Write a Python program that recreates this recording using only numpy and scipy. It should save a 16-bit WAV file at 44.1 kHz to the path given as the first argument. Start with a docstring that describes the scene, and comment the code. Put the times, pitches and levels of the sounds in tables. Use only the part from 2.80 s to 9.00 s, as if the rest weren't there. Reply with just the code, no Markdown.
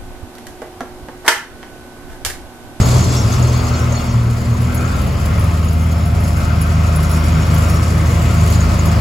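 """Diesel roller on a gravel pile

Two microphones in the open, a few metres away: the engine labours slowly, then speeds up after two seconds.
Gravel is shaped noise and decaying rings under the steel drum, whose rim scrapes and sings at first.
The exhaust is a stack of shaft orders over a rough boom; block, clatter and injectors are pulsed noise.
A drive drone and a thin gear whine, made of sines, come up with the speed; casing and side panel ring."""
import sys
import numpy as np
from scipy import signal
from scipy.fft import rfft, irfft, next_fast_len
from scipy.io import wavfile
from scipy.ndimage import uniform_filter1d, map_coordinates

SR = 44100
rng = np.random.default_rng(int(sys.argv[2]) if len(sys.argv) > 2 else 0)


def to_wav(s):
    """Save 16-bit WAV."""
    ch = np.atleast_2d(s).T  # columns
    pcm = np.round(np.clip(ch, -1, 1) * 32767)  # PCM
    wavfile.write(sys.argv[1], SR, pcm.astype(np.int16))


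N = 273640

# All levels are relative: the layers' gains add to them.
# Grinding of the drum on the gravel. Each row: time in seconds, strength in dB.
GRIND = [(0.0, -29), (1.19, -41.5), (1.42, -42.5), (2.23, -40.5), (3.02, -45), (4.87, -37), (5.2, -38),
         (5.72, -35), (6.2, -38.5)]
USUAL_GRIND_DB = -38
GRINDING_DB, GRINDING_GROWS = -38, 1  # level at the usual grind, dB per dB of grind
CRACKLE_DB, CRACKLE_GROWS, CRACKLE_FAST_DB = -44, 0.69, 1  # the last is added at full pace
# Noise colour of the ground gravel. Each row: frequency in Hz, level in dB per Hz.
GRAVEL_COLOUR = [(2000, -5.5), (4000, -3), (4700, 1.5), (5800, -3.5), (6750, 1.5), (7500, 2.5), (8300, -1),
                 (10000, -45), (16000, -30)]
# Noise colour of the crackle. Each row: frequency in Hz, level in dB per Hz.
CRACKLE_COLOUR = [(4000, -26), (8000, -15.5), (9500, 6.5), (11000, 6), (12200, 2.5), (14000, -4.5),
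                  (16000, -12)]
# Resonances of the drum under grit. Each row: frequency in Hz, width in Hz, level in dB.
DRUM_MODES = [(10300, 120, -3), (10800, 60, -8), (11790, 60, 1), (14500, 200, -11)]
# Stones that crack under the drum. Each row: time in seconds, level in dB, loudest drum mode in Hz.
CRACKED_STONES = [(0.0548, -22, 11600), (0.4025, -25, 10700), (0.7751, -25, 10300), (1.8153, -25.5, 10800),
                  (1.946, -17.5, 10900), (2.1645, -25, 10900), (2.2164, -23.5, 10900), (2.2672, -26, 11800),
                  (2.3286, -33, 11800), (2.4563, -20.5, 10900), (2.5935, -22, 10900), (2.6424, -25, 10800),
                  (2.8449, -24, 10900), (2.9297, -24, 10900), (3.0111, -28, 10900), (3.1203, -26, 10900),
                  (3.2575, -25, 10900), (3.4042, -28, 10900), (3.4376, -26, 10900), (3.478, -25, 10900),
                  (3.5738, -25, 10900), (3.8137, -18, 10900), (4.1599, -21.5, 10900), (4.2288, -23, 10900),
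                  (4.2956, -23, 11800), (4.3146, -17, 10900), (4.3414, -27, 10900), (4.4588, -27, 10900),
                  (4.7441, -17.5, 11800), (4.7825, -23, 11800), (4.8968, -19, 11800), (4.9427, -27, 12300),
                  (5.2325, -31, 14600), (5.3073, -28, 11200), (5.4176, -26, 11000), (5.5413, -20, 11800),
                  (5.6615, -26, 11800), (5.7039, -21, 11600), (6.0571, -17, 10400)]
# Modes of stone on steel. Each row: frequency in Hz, level in dB, time to fall 60 dB in seconds.
STONE_MODES = [(6880, -12, .04), (10400, -5, .04), (10880, 0, .09), (11790, 0, .07), (14620, -4, .04)]
FAVOUR_DB, FAVOUR_WIDTH_HZ = 5, 270  # modes away from a stone's own pitch ring this much softer
# Crackle around a cracking stone, set against the stone's level, and the lower crunch set against that.
CRUMBLE_DB, CRUMBLE_RISE_S, CRUMBLE_S, CRUSH_DB = -22, 0.0081, 0.06, -3.5
# Larger chips that knock together. 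Each row: time in seconds, level in dB, pitch in Hz.
CHIP_KNOCKS = [(0.2308, -24, 6830), (0.3261, -32, 6780), (0.4737, -26, 6950), (0.5231, -17, 6560),
               (0.625, -18, 6800), (0.6822, -25, 6630), (0.7446, -23, 6540), (0.8409, -22, 6720),
               (0.8688, -19, 6700), (0.996, -29, 6670), (1.1232, -21, 6600), (1.1512, -18.5, 6700),
               (1.4001, -38, 6800), (1.9758, -27, 6580), (2.0511, -27, 6710), (2.8827, -25, 6800),
               (4.2676, -28, 6800), (4.334, -18, 6970), (5.623, -25, 6960), (5.7093, -23, 6850),
               (5.7517, -21, 7000), (5.8046, -18, 6900), (5.9902, -16.5, 6900)]

# Modes of the scraped drum rim. Each row: frequency in Hz, level in dB, group (0 low, 1 middle, 2 high).
RIM_MODES = [(2772, -5, 0), (3310, -8, 0), (3445, -5, 0), (3725, -7, 0), (4280, 1, 0), (4560, -5, 0),
             (4877, 0, 0), (5511, 0, 1), (6165, 0, 2), (6336, -10, 2), (6702, -8, 2), (6835, -4, 2),
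             (7538, -3, 2)]
# Grit rubbing the rim. Each row: start in seconds, length in seconds, dB of low, middle and high groups.
RIM_RUBS = [(0.014, 0.14, -44, -50, -45), (0.155, 0.17, -48, -38, -40), (0.36, .06, -53, -35, -37),
            (0.43, .04, -54, -39, -52), (0.52, 0.05, -48, -41, -41), (0.66, .04, -51, -52, -46),
            (0.735, 0.07, -44, -50, -42), (0.87, .03, -46, -50, -44), (0.935, .04, -43, -47, -39),
            (1.145, 0.08, -42, -49, -44), (1.26, 0.07, -46, -52, -46)]
# The rim singing on softly between rubs. Each row: start in seconds, length in seconds, level in dB.
RIM_DRAG = [(0, 0.67, -50), (0.7, 0.65, -53.5)]
RUB_ATTACK_S, RUB_RELEASE_S, DRAG_RELEASE_S = 0.0094, 0.011, 0.11

# Resonances of a loose side panel. Each row: frequency in Hz, width in Hz, level in dB.
PANEL_MODES = [(1273, 9.8, 2.5), (1311, 20, 0.5), (1388, 8, 5.5), (1518, 25, -1.5), (2064, 15, -13),
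               (2450, 30, -6.5)]
# Surges of its rattle. Each row: start in seconds, length in seconds, level in dB.
PANEL_SURGES = [(.65, 0.25, -40), (.92, 0.1, -33.5), (1.88, 0.29, -31.5), (3.55, 0.17, -31.5),
                (3.8, 0.8, -33.5), (4.75, 1.7, -38)]
SURGE_ATTACK_S, SURGE_RELEASE_S, PANEL_REST_DB = 0.043, 0.072, -39
# Resonances of the engine casing. Each row: frequency in Hz, width in Hz, level in dB.
CASING_MODES = [(564, 12, 4), (691.4, 14, 10), (875, 13, -4.5), (1261, 31, -3), (1930, 14, -7.5),
                (2093, 14, -0.5), (2244, 11, -3), (2910, 11, -6.5)]
CASING_DB = -35

# Swelling of the gear whine. Each row: time in seconds, level in dB.
WHINE_LEVEL = [(2, -57), (2.3, -52.5), (2.6, -53), (3.05, -55), (3.3, -51.5), (3.65, -51), (3.95, -47.5),
               (4.7, -46.5), (5.25, -49), (5.7, -54), (6.2, -57)]
# Pitch of the drive drone. Each row: time in seconds, frequency in Hz.
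DRONE_HZ = [(0, 62.55), (1.8, 60.46), (2.1, 63.32), (2.3, 70.75), (2.6, 79.03), (2.9, 80.01), (3.55, 78.68),
            (3.9, 79.63), (4.5, 79.48), (5, 80.12), (5.5, 80.55), (6.2, 79.79)]
# Make-up of the drone. Each row: harmonic number, level in dB.
DRONE_HARMONICS = [(1, 1.2), (2, -8.8), (3, -16.5)]
# The drone grows as it rises. Each row: drone frequency in Hz, level in dB.
DRONE_GROWTH = [(60, -38), (65, -21), (77, -18.5), (80.5, -14.5)]
# Extra level of the drone's third harmonic. Each row: time in seconds, level in dB.
THIRD_LEVEL = [(2.6, 0), (4.3, 0), (4.5, 5), (4.8, 3), (5.0, -1), (6.2, 0.5)]

# Engine speed. Each row: time in seconds, crankshaft turns per second.
SHAFT_SPEED = [(0, 20.65), (0.3, 20.72), (0.7, 20.24), (1, 20.2), (1.3, 19.69), (1.7, 19.62), (2.05, 20.63),
               (2.6, 24.31), (2.9, 24.61), (3.65, 24.72), (3.95, 25.69), (4.65, 25.65), (5.1, 26.01),
               (6.2, 26.03)]
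# How hard the engine works. Each row: time in seconds, effort in dB.
EFFORT = [(0.0, -24), (0.38, -27), (1.1, -27.5), (1.47, -32.5), (1.67, -32), (1.97, -29.5), (2.66, -28),
          (2.93, -32), (3.9, -28), (4.82, -24.5), (5.04, -26.5), (6.2, -23.5)]
USUAL_EFFORT_DB = -27.5
# Each layer: level in dB at the usual effort, dB per dB of effort.
EXHAUST_DB, EXHAUST_GROWS = -16.5, 0.36
BLOCK_DB, BLOCK_GROWS = -30, 0.7
CLATTER_DB, CLATTER_GROWS = -32.5, 0.82
LABOUR_DB = 2  # the exhaust is louder while the engine is slow
# The roller starts close by, and its block booms less as it draws away.
NEAR_DB, DRAW_AWAY_S = 5, 0.74
# Strength of the injection ticks over two shaft turns. One value for each tick, in dB.
TICK_PATTERN = [0, -4, -1.5, -6, -1, -4]
# Noise colour of the ticks. Each row: frequency in Hz, level in dB per Hz.
TICK_COLOUR = [(500, -30), (1100, 11), (1400, -3), (2400, -4.5), (3500, -7.5), (6000, -28), (12000, -43)]
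TICK_DB = -41
# Noise colour of the booming block. Each row: frequency in Hz, level in dB per Hz.
BLOCK_COLOUR = [(200, -14.5), (300, 5), (380, 4), (440, 2.5), (520, 1.5), (590, 4), (700, -0.5),
                (800, -3.5), (890, -2), (1100, -9), (1800, -70)]
# Noise colour of the clatter. Each row: frequency in Hz, level in dB per Hz.
CLATTER_COLOUR = [(700, -50), (1000, -2), (1130, 1.5), (1380, -1), (1470, -7), (1750, -7), (2100, -4.5),
                  (2450, -7.5), (3000, -10), (3900, -16), (4700, -15), (5900, -19.5), (9000, -27),
                  (16000, -25)]

# Exhaust tones. Each row: shaft order, dB when labouring, dB when running fast.
EXHAUST_ORDERS = [(2, -15, -7), (3, -17, -19), (4, -5, -4), (5, -33, -12), (6, -0.5, -5), (7, -24, -16),
                  (8, -17, -20), (9, -20, -30), (11, -41, -25.5), (12, -13, -16.5)]
# Resonance of the exhaust pipe. Each row: frequency in Hz, level in dB.
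PIPE_RESONANCE = [(215, -1), (230, 6), (240, 3), (248, 1.5), (257, 4), (270, 1.5), (290, -3.5)]
# Noise colour of the rough boom under the tones. Each row: frequency in Hz, level in dB per Hz.
BOOM_COLOUR = [(25, -23), (60, -3), (88, -5), (108, 4.5), (122, 5.5), (142, -19), (172, -4), (203, -4),
               (228, -10.5), (280, -16), (400, -27), (700, -76)]
# Level of that boom. Each row: time in seconds, level in dB.
BOOM_LEVEL = [(0, -0.5), (1.2, -7.5), (2.4, -4.5), (3.9, -5), (4.1, -5), (4.6, -3.5), (4.8, -4.5),
              (6.2, -3)]
# Throbs of the firing note. Each row: start in seconds, length in seconds, level in dB.
FIRING_THROBS = [(0, 0.044, -3.5), (0.14, 0.19, -0.5), (.57, 0.2, 1.5), (.87, 0.084, -2), (1.0, 0.19, 2),
                 (1.34, 0.18, 3), (1.67, 0.058, 3), (1.79, 0.083, 0.5), (3.75, 0.32, -1), (4.07, 0.53, 0.5),
                 (4.65, 0.62, -1), (5.3, 0.93, -2.5)]
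FIRING_ORDER, THROB_ATTACK_S, THROB_RELEASE_S, LULL_DB = 6, 0.019, 0.025, -8
# The octave of the firing note humming out. Each row: start in seconds, length in seconds, level in dB.
OCTAVE_HUMS = [(.72, 1.35, -2), (4.85, 0.43, 2.5)]
HUM_ATTACK_S, HUM_RELEASE_S, HUM_REST_DB = 0.13, 0.04, -8
# Shaft orders that fall back briefly at full speed.
MIDDLE_ORDERS = (4, 5)
# Their dip. Each row: time in seconds, level in dB.
MIDDLE_DIP = [(4.0, 0), (4.12, -6), (4.55, -7), (4.68, 0)]

# Stereo width of the noises. Each row: frequency in Hz, side minus mid in dB.
STEREO_WIDTH = [(60, -16), (110, -20), (200, -8), (380, -9), (700, -4), (1290, -0.5), (2380, -4.5),
                (4400, -5.5), (8120, 3)]
# Colour difference of the microphones. Each row: frequency in Hz, left minus right in dB.
LEFT_OVER_RIGHT = [(60, -0.5), (110, 0.5), (200, 1), (380, 0.5), (700, 4.5), (1290, 3.5), (2380, 1),
                   (4400, 4), (8120, -2.5), (15000, 1)]
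# Going up through the treble the microphones pass in and out of step.
PORT_FROM_HZ, PORT_PERIOD_HZ, PORT_ALIKE = 7000, 4150, 0.65
TOP_HZ = 15900  # nothing is kept from here up


def amp(db):
    """Decibels to gain."""
    return 10 ** (np.asarray(db) / 20)


def unit(x):
    """Scaled to rms 1."""
    return x / np.sqrt(np.mean(x ** 2) + 1e-20)


def along(points, hz):
    """(Hz, value) points read on a log frequency axis."""
    f, v = np.transpose(points)
    return np.interp(np.log(hz + 1), np.log(f + 1), v)


def curves(rows):
    """One value per sample for each column after the time."""
    s, *cols = np.transpose(rows)
    return [np.interp(np.arange(N) / SR, s, c) for c in cols]


def wobble(rate):
    """A smooth random curve, rate knots a second."""
    knots = rng.standard_normal(int(N * rate / SR) + 4)
    return map_coordinates(knots, [np.arange(N) * rate / SR])


def angle(hz):
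    """Running phase of a frequency curve."""
    return 2 * np.pi * np.cumsum(hz) / SR


def swells(rows, attack, release):
    """Sum of (start, length, dB) envelopes that rise, hold and die away."""
    t = np.arange(N) / SR
    total = np.zeros(N)
    for s, length, db in rows:
        rise = np.clip((t - s) / attack + 0.5, 0, 1)
        total += amp(db) * rise * np.exp(-np.maximum(t - s - length, 0) / release)
    return total


def pace(speed):
    """0 while the engine labours, 1 when it runs fast."""
    return np.clip((speed - 20.5) / 4.5, 0, 1)


def extra_effort():
    """Engine effort above the usual, in dB."""
    return curves(EFFORT)[0] - USUAL_EFFORT_DB


def noise():
    """Two unrelated white noises."""
    return rng.standard_normal((2, N))


def filtered(x, response):
    """The signal shaped by a response of frequency."""
    m = next_fast_len(N + SR // 2)
    return irfft(rfft(x, m) * response(np.fft.rfftfreq(m, 1 / SR)), m)[..., :N]


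def spread(pair, spectrum):
    """Two unrelated signals coloured as mid and side: narrow in the bass, wide in the treble."""
    def colour(hz):
        return amp(along(spectrum, hz)) * amp([0 * hz, along(STEREO_WIDTH, hz)])
    mid, side = filtered(pair, colour)
    return np.array([mid + side, mid - side]) / np.std(mid)


def patches(x, depth_db):
    """The colour drifts: neighbouring bands swell and fade on their own."""
    z = signal.stft(x, nperseg=512)[2]
    field = rng.standard_normal(z.shape[1:])
    field = uniform_filter1d(uniform_filter1d(field, size=5, axis=0), size=24, axis=1)
    return signal.istft(z * amp(depth_db * unit(field)), nperseg=512)[1][:, :N]


def ringing(modes):
    """Random chatter through (Hz, width Hz, dB) resonances: two unrelated signals, rms 1 overall."""
    def response(f):
        return sum(amp(db) * 1j * f * w / (c * c - f * f + 1j * f * w) for c, w, db in modes)
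    return unit(filtered(noise(), response))


def slips(rate, life, scatter_db):
    """Power of small stones that slip at random, each suddenly, then dying away; mean 1."""
    sizes = amp(2 * scatter_db * np.clip(rng.standard_normal(N), -2, 2))
    starts = (rng.random(N) < rate / SR) * sizes
    power = signal.lfilter([1], [1, -np.exp(-1 / (life * SR))], starts)
    return power / power.mean()


def crunch(spectrum, power, bed):
    """Noise puffs of slipping stones over a bed of steady grinding."""
    return spread(noise() * np.sqrt(power + bed), spectrum)


def chips(count, hz, detune, t60):
    """Small chips clink against each other: decaying sines, each at its own pitch."""
    out, t = np.zeros((2, N + SR)), np.arange(SR // 16) / SR
    for start, pitch, size, turn in rng.random((count, 4)):
        cycles = hz * (1 + detune * (pitch - 0.5)) * t
        clink = np.sin(2 * np.pi * (cycles + [[0], [turn / 3]]))  # right channel shifted in phase
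        out[:, int(start * N):][:, :len(t)] += amp(-12 * size - 60 * t / t60) * clink
    return unit(out[:, :N])


def gravel(speed):
    """The drum grinds the gravel and rings with it; crackle grows with pace and around cracking stones."""
    t = np.arange(N) / SR
    grind_db = curves(GRIND)[0] - USUAL_GRIND_DB
    slipping = slips(rate=85, life=0.009, scatter_db=3.2)
    grinding = crunch(GRAVEL_COLOUR, slipping, bed=0.7)
    grinding = grinding + amp(-7) * chips(count=280, hz=6720, detune=0.068, t60=0.057)
    drum = np.sqrt(slips(rate=75, life=0.019, scatter_db=7)) * ringing(DRUM_MODES)
    crackling = crunch(CRACKLE_COLOUR, slipping, bed=0.57) + amp(-8) * drum
    crumble = np.zeros(N)
    for s, db, _ in CRACKED_STONES:
        away = np.maximum((s - t) / CRUMBLE_RISE_S, (t - s) / CRUMBLE_S)
        crumble += amp(db + CRUMBLE_DB) * np.exp(-away)
    rolling = amp(CRACKLE_DB + CRACKLE_GROWS * grind_db + CRACKLE_FAST_DB * pace(speed))
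    crushing = amp(GRINDING_DB + GRINDING_GROWS * grind_db)
    low = np.hypot(crushing, amp(CRUSH_DB) * crumble) * patches(grinding, depth_db=1.4)
    return low + np.hypot(rolling, crumble) * crackling


def clinks(gain_db, attack, t60, detune):
    """Larger chips knock together, each with a close cluster of five modes."""
    out, t = np.zeros((2, N + SR)), np.arange(SR // 10) / SR
    for s, db, hz in CHIP_KNOCKS:
        modes = hz * (1 + detune * rng.standard_normal((5, 1, 1)))
        ring = unit(np.sin(2 * np.pi * (modes * t + rng.random((5, 2, 1)))).sum(axis=0))
        envelope = amp(db + gain_db - 60 * t / t60) * (1 - np.exp(-t / attack))
        out[:, round(s * SR):][:, :len(t)] += envelope * ring
    return out[:, :N]


def pings(rows, crack_db, dust_db, rise):
    """Each stone gives way, rings on the steel, most at one mode, and crumbles in a few splinters."""
    out, t = np.zeros((2, N + SR)), np.arange(SR // 8) / SR
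    for s, db, own_hz in rows:
        ring = np.zeros(len(t))
        for hz, level, t60 in STONE_MODES:
            favour_db = FAVOUR_DB * (np.exp(-((hz - own_hz) / FAVOUR_WIDTH_HZ) ** 2) - 1)
            size = amp(level + favour_db + rng.normal(0, 3.2) - 60 * t / t60)
            pitch = hz * rng.normal(1, 0.0023)
            ring += size * np.sin(2 * np.pi * pitch * t + rng.uniform(0, 2 * np.pi))
        splinters = amp(4 * np.interp(t, np.linspace(0, t[-1], 24), rng.standard_normal(24)))
        crack = amp(crack_db - 60 * t / 0.012)
        dust = splinters * amp(dust_db - 60 * t / 0.077)
        snap = (crack + dust) * rng.standard_normal((2, len(t)))
        first = max(round((s - rise) * SR), 0)
        out[:, first:][:, :len(t)] += amp(db) * (1 - np.exp(-t / rise)) * (ring + snap)
    colour = [(500, -32), (3000, -6), (7000, -1), (9000, -8), (10500, -4), (16000, 1)]  # (Hz, dB)
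    return filtered(out[:, :N], lambda hz: amp(along(colour, hz)))


def stones(loud_db, small_db, count):
    """The listed loud cracks among many small ones at random times."""
    times = rng.uniform(0, N / SR, count)
    levels_db = small_db + 2 * rng.standard_normal(count)
    small = np.transpose([times, levels_db, rng.uniform(10000, 12500, count)])
    loud = pings(CRACKED_STONES, crack_db=1, dust_db=-3, rise=0.002)
    return amp(loud_db) * loud + pings(small, crack_db=1, dust_db=-6, rise=0.002)


def scrape(flutter_db):
    """Rubs of grit wake three groups of drum rim modes differently; every mode flutters on its own."""
    rubs = []
    for group in range(3):
        rows = [(s, length, dbs[group]) for s, length, *dbs in RIM_RUBS]
        rubs.append(swells(rows, RUB_ATTACK_S, RUB_RELEASE_S))
    drag = swells(RIM_DRAG, RUB_ATTACK_S, DRAG_RELEASE_S)
    song = np.zeros((2, N))
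    for hz, db, group in RIM_MODES:
        phase = angle(hz + 17 * wobble(200))
        drive_level = np.hypot(rubs[group], drag * amp(4 * wobble(12.4)))
        size = drive_level * amp(db + flutter_db * np.tanh(wobble(69.7)))
        song += size * np.array([np.sin(phase), np.sin(phase + wobble(11.2))])
    return song


def panel():
    """Random chatter rings the few modes of a sheet-steel panel, in surges."""
    pair = ringing(PANEL_MODES)
    shake = np.hypot(amp(PANEL_REST_DB), swells(PANEL_SURGES, SURGE_ATTACK_S, SURGE_RELEASE_S))
    return shake * unit(pair + 0.059 * pair[::-1])  # a little leaks across the channels


def casing(speed, slow_db):
    """The engine casing rings at a few narrow resonances, mostly at speed."""
    pair = ringing(CASING_MODES)
    return amp(CASING_DB + slow_db * (1 - pace(speed))) * unit(pair + 0.29 * pair[::-1])


def whine(speed, order):
    """Gear teeth mesh at a high multiple of the smoothed shaft speed, with a weaker octave."""
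    phase = angle(order * uniform_filter1d(speed, SR // 5) + 5 * wobble(60))
    tone = np.sin(phase) + amp(-9) * np.sin(2 * phase)
    return np.sqrt(2) * amp(curves(WHINE_LEVEL)[0] + 2.5 * wobble(14)) * tone


def drive(speed, gain_db, overtone_db):
    """The drive takes up load and settles on a deep drone; overtones shift in level near full speed."""
    hz, = curves(DRONE_HZ)
    third_db, = curves(THIRD_LEVEL)
    phase = angle(hz)
    flat_out = np.clip(speed - 25, -1, 1)
    tone = np.zeros(N)
    for k, level in DRONE_HARMONICS:
        level_db = level + (k == 3) * third_db + (k > 1) * overtone_db * flat_out
        tone += amp(level_db + 0.15 * (k - 1) * wobble(8.5)) * np.sin(k * phase)
    return np.sqrt(2) * amp(along(DRONE_GROWTH, hz) + gain_db) * tone


def ticks(speed, life):
    """Injectors tick in step with the shaft: sudden noise, quick decay, each cylinder at its own strength."""
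    count = angle(speed) / (4 * np.pi) * len(TICK_PATTERN)
    index = count.astype(int)
    age = (count - index) * 2 / (len(TICK_PATTERN) * speed)  # seconds since the last tick
    size_db = np.take(TICK_PATTERN, index, mode="wrap") + rng.normal(0, 2.3, index[-1] + 1)[index]
    bursts = noise() * amp(size_db) * np.exp(-age / life)
    return amp(TICK_DB + CLATTER_GROWS * extra_effort()) * spread(bursts, TICK_COLOUR)


def knocks(shaft, spectrum, depth_db, repeat, patchy_db):
    """Noise pulses twice a shaft turn; a share of the rattle repeats every two turns."""
    cycle = rng.standard_normal((2, 3400))
    place = (shaft / (4 * np.pi) % 1) * cycle.shape[1]
    locked = np.array([map_coordinates(c, [place], mode="grid-wrap") for c in cycle])
    bursts = amp(depth_db * np.cos(2 * shaft))
    rattle = bursts * (np.sqrt(repeat) * locked + np.sqrt(1 - repeat) * noise())
    return spread(patches(rattle, patchy_db), spectrum)


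def exhaust(speed, shaft, level_db, boom_db, waver_db):
    """Shaft orders, shaped by the pipe resonance, over a rough boom that puffs twice a shaft turn."""
    fast = pace(speed)
    tones = np.zeros(N)
    for order, slow_db, fast_db in EXHAUST_ORDERS:
        order_db = slow_db + fast * (fast_db - slow_db)
        size = amp(order_db + along(PIPE_RESONANCE, order * speed) + waver_db * wobble(8.3))
        lag = rng.uniform(0, 2 * np.pi) * (order != FIRING_ORDER)  # behind the firing note
        if order == FIRING_ORDER:
            throbs = swells(FIRING_THROBS, THROB_ATTACK_S, THROB_RELEASE_S)
            size = size * np.maximum(throbs, amp(LULL_DB))
        if order == 2 * FIRING_ORDER:
            hums = swells(OCTAVE_HUMS, HUM_ATTACK_S, HUM_RELEASE_S)
            size = size * np.maximum(hums, amp(HUM_REST_DB))
        if order in MIDDLE_ORDERS:
            size = size * amp(curves(MIDDLE_DIP)[0])
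        tones += np.sqrt(2) * size * np.sin(order * shaft + 0.28 * wobble(8) - lag)
    boom = spread(noise() * amp(3.6 * np.cos(2 * shaft)), BOOM_COLOUR)
    return amp(level_db) * (tones + amp(boom_db) * boom)


def engine(speed):
    """One effort drives the exhaust, the knocking block and the clatter."""
    shaft = angle(speed)
    effort_db = extra_effort()
    near_db = NEAR_DB * np.exp(-np.arange(N) / SR / DRAW_AWAY_S)
    exhaust_db = EXHAUST_DB + EXHAUST_GROWS * effort_db + LABOUR_DB * (1 - pace(speed))
    pipe = exhaust(speed, shaft, exhaust_db, boom_db=curves(BOOM_LEVEL)[0], waver_db=1.76)
    block = knocks(shaft, BLOCK_COLOUR, depth_db=0.55, repeat=0.33, patchy_db=1.1)
    block = amp(BLOCK_DB + BLOCK_GROWS * effort_db + near_db) * block
    clatter = knocks(shaft, CLATTER_COLOUR, depth_db=0.5, repeat=0.25, patchy_db=1.4)
    return pipe + block + amp(CLATTER_DB + CLATTER_GROWS * effort_db) * clatter


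def scene():
    """Gravel, drum rim, drive and engine, heard in the open."""
    speed, = curves(SHAFT_SPEED)
    ground = gravel(speed) + stones(loud_db=-5.5, small_db=-42, count=110)
    ground = ground + clinks(gain_db=-3.5, attack=0.0012, t60=0.071, detune=0.023)
    rim = amp(1.5) * scrape(flutter_db=7)
    body = panel() + casing(speed, slow_db=-9)
    gears = whine(speed, order=216) + drive(speed, gain_db=-0.8, overtone_db=-1)
    return ground + rim + body + gears + ticks(speed, life=0.002) + engine(speed)


def ports(x):
    """Up the treble, sound alternates between middle and sides as the microphones pass in and out of step."""
    mid, side = (x[0] + x[1]) / 2, (x[0] - x[1]) / 2

    def turn(hz):
        return np.pi * np.maximum(hz - PORT_FROM_HZ, 0) / PORT_PERIOD_HZ

    mixed = PORT_ALIKE * mid + np.sqrt(1 - PORT_ALIKE ** 2) * side
    swung = filtered(mixed, lambda hz: -1j * np.sin(turn(hz)))
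    low_side = filtered(side, lambda hz: np.clip((PORT_FROM_HZ - hz) / 900, 0, 1))
    mid, side = filtered(mid, lambda hz: np.cos(turn(hz))), low_side + swung
    return np.array([mid + side, mid - side])


def record(dry):
    """The two microphones differ a little in colour and keep nothing above the band limit."""
    def response(hz):
        return amp(np.outer([0.5, -0.5], along(LEFT_OVER_RIGHT, hz))) * (hz < TOP_HZ)
    return filtered(ports(dry), response)


dry = scene()
out = record(dry)
to_wav(out)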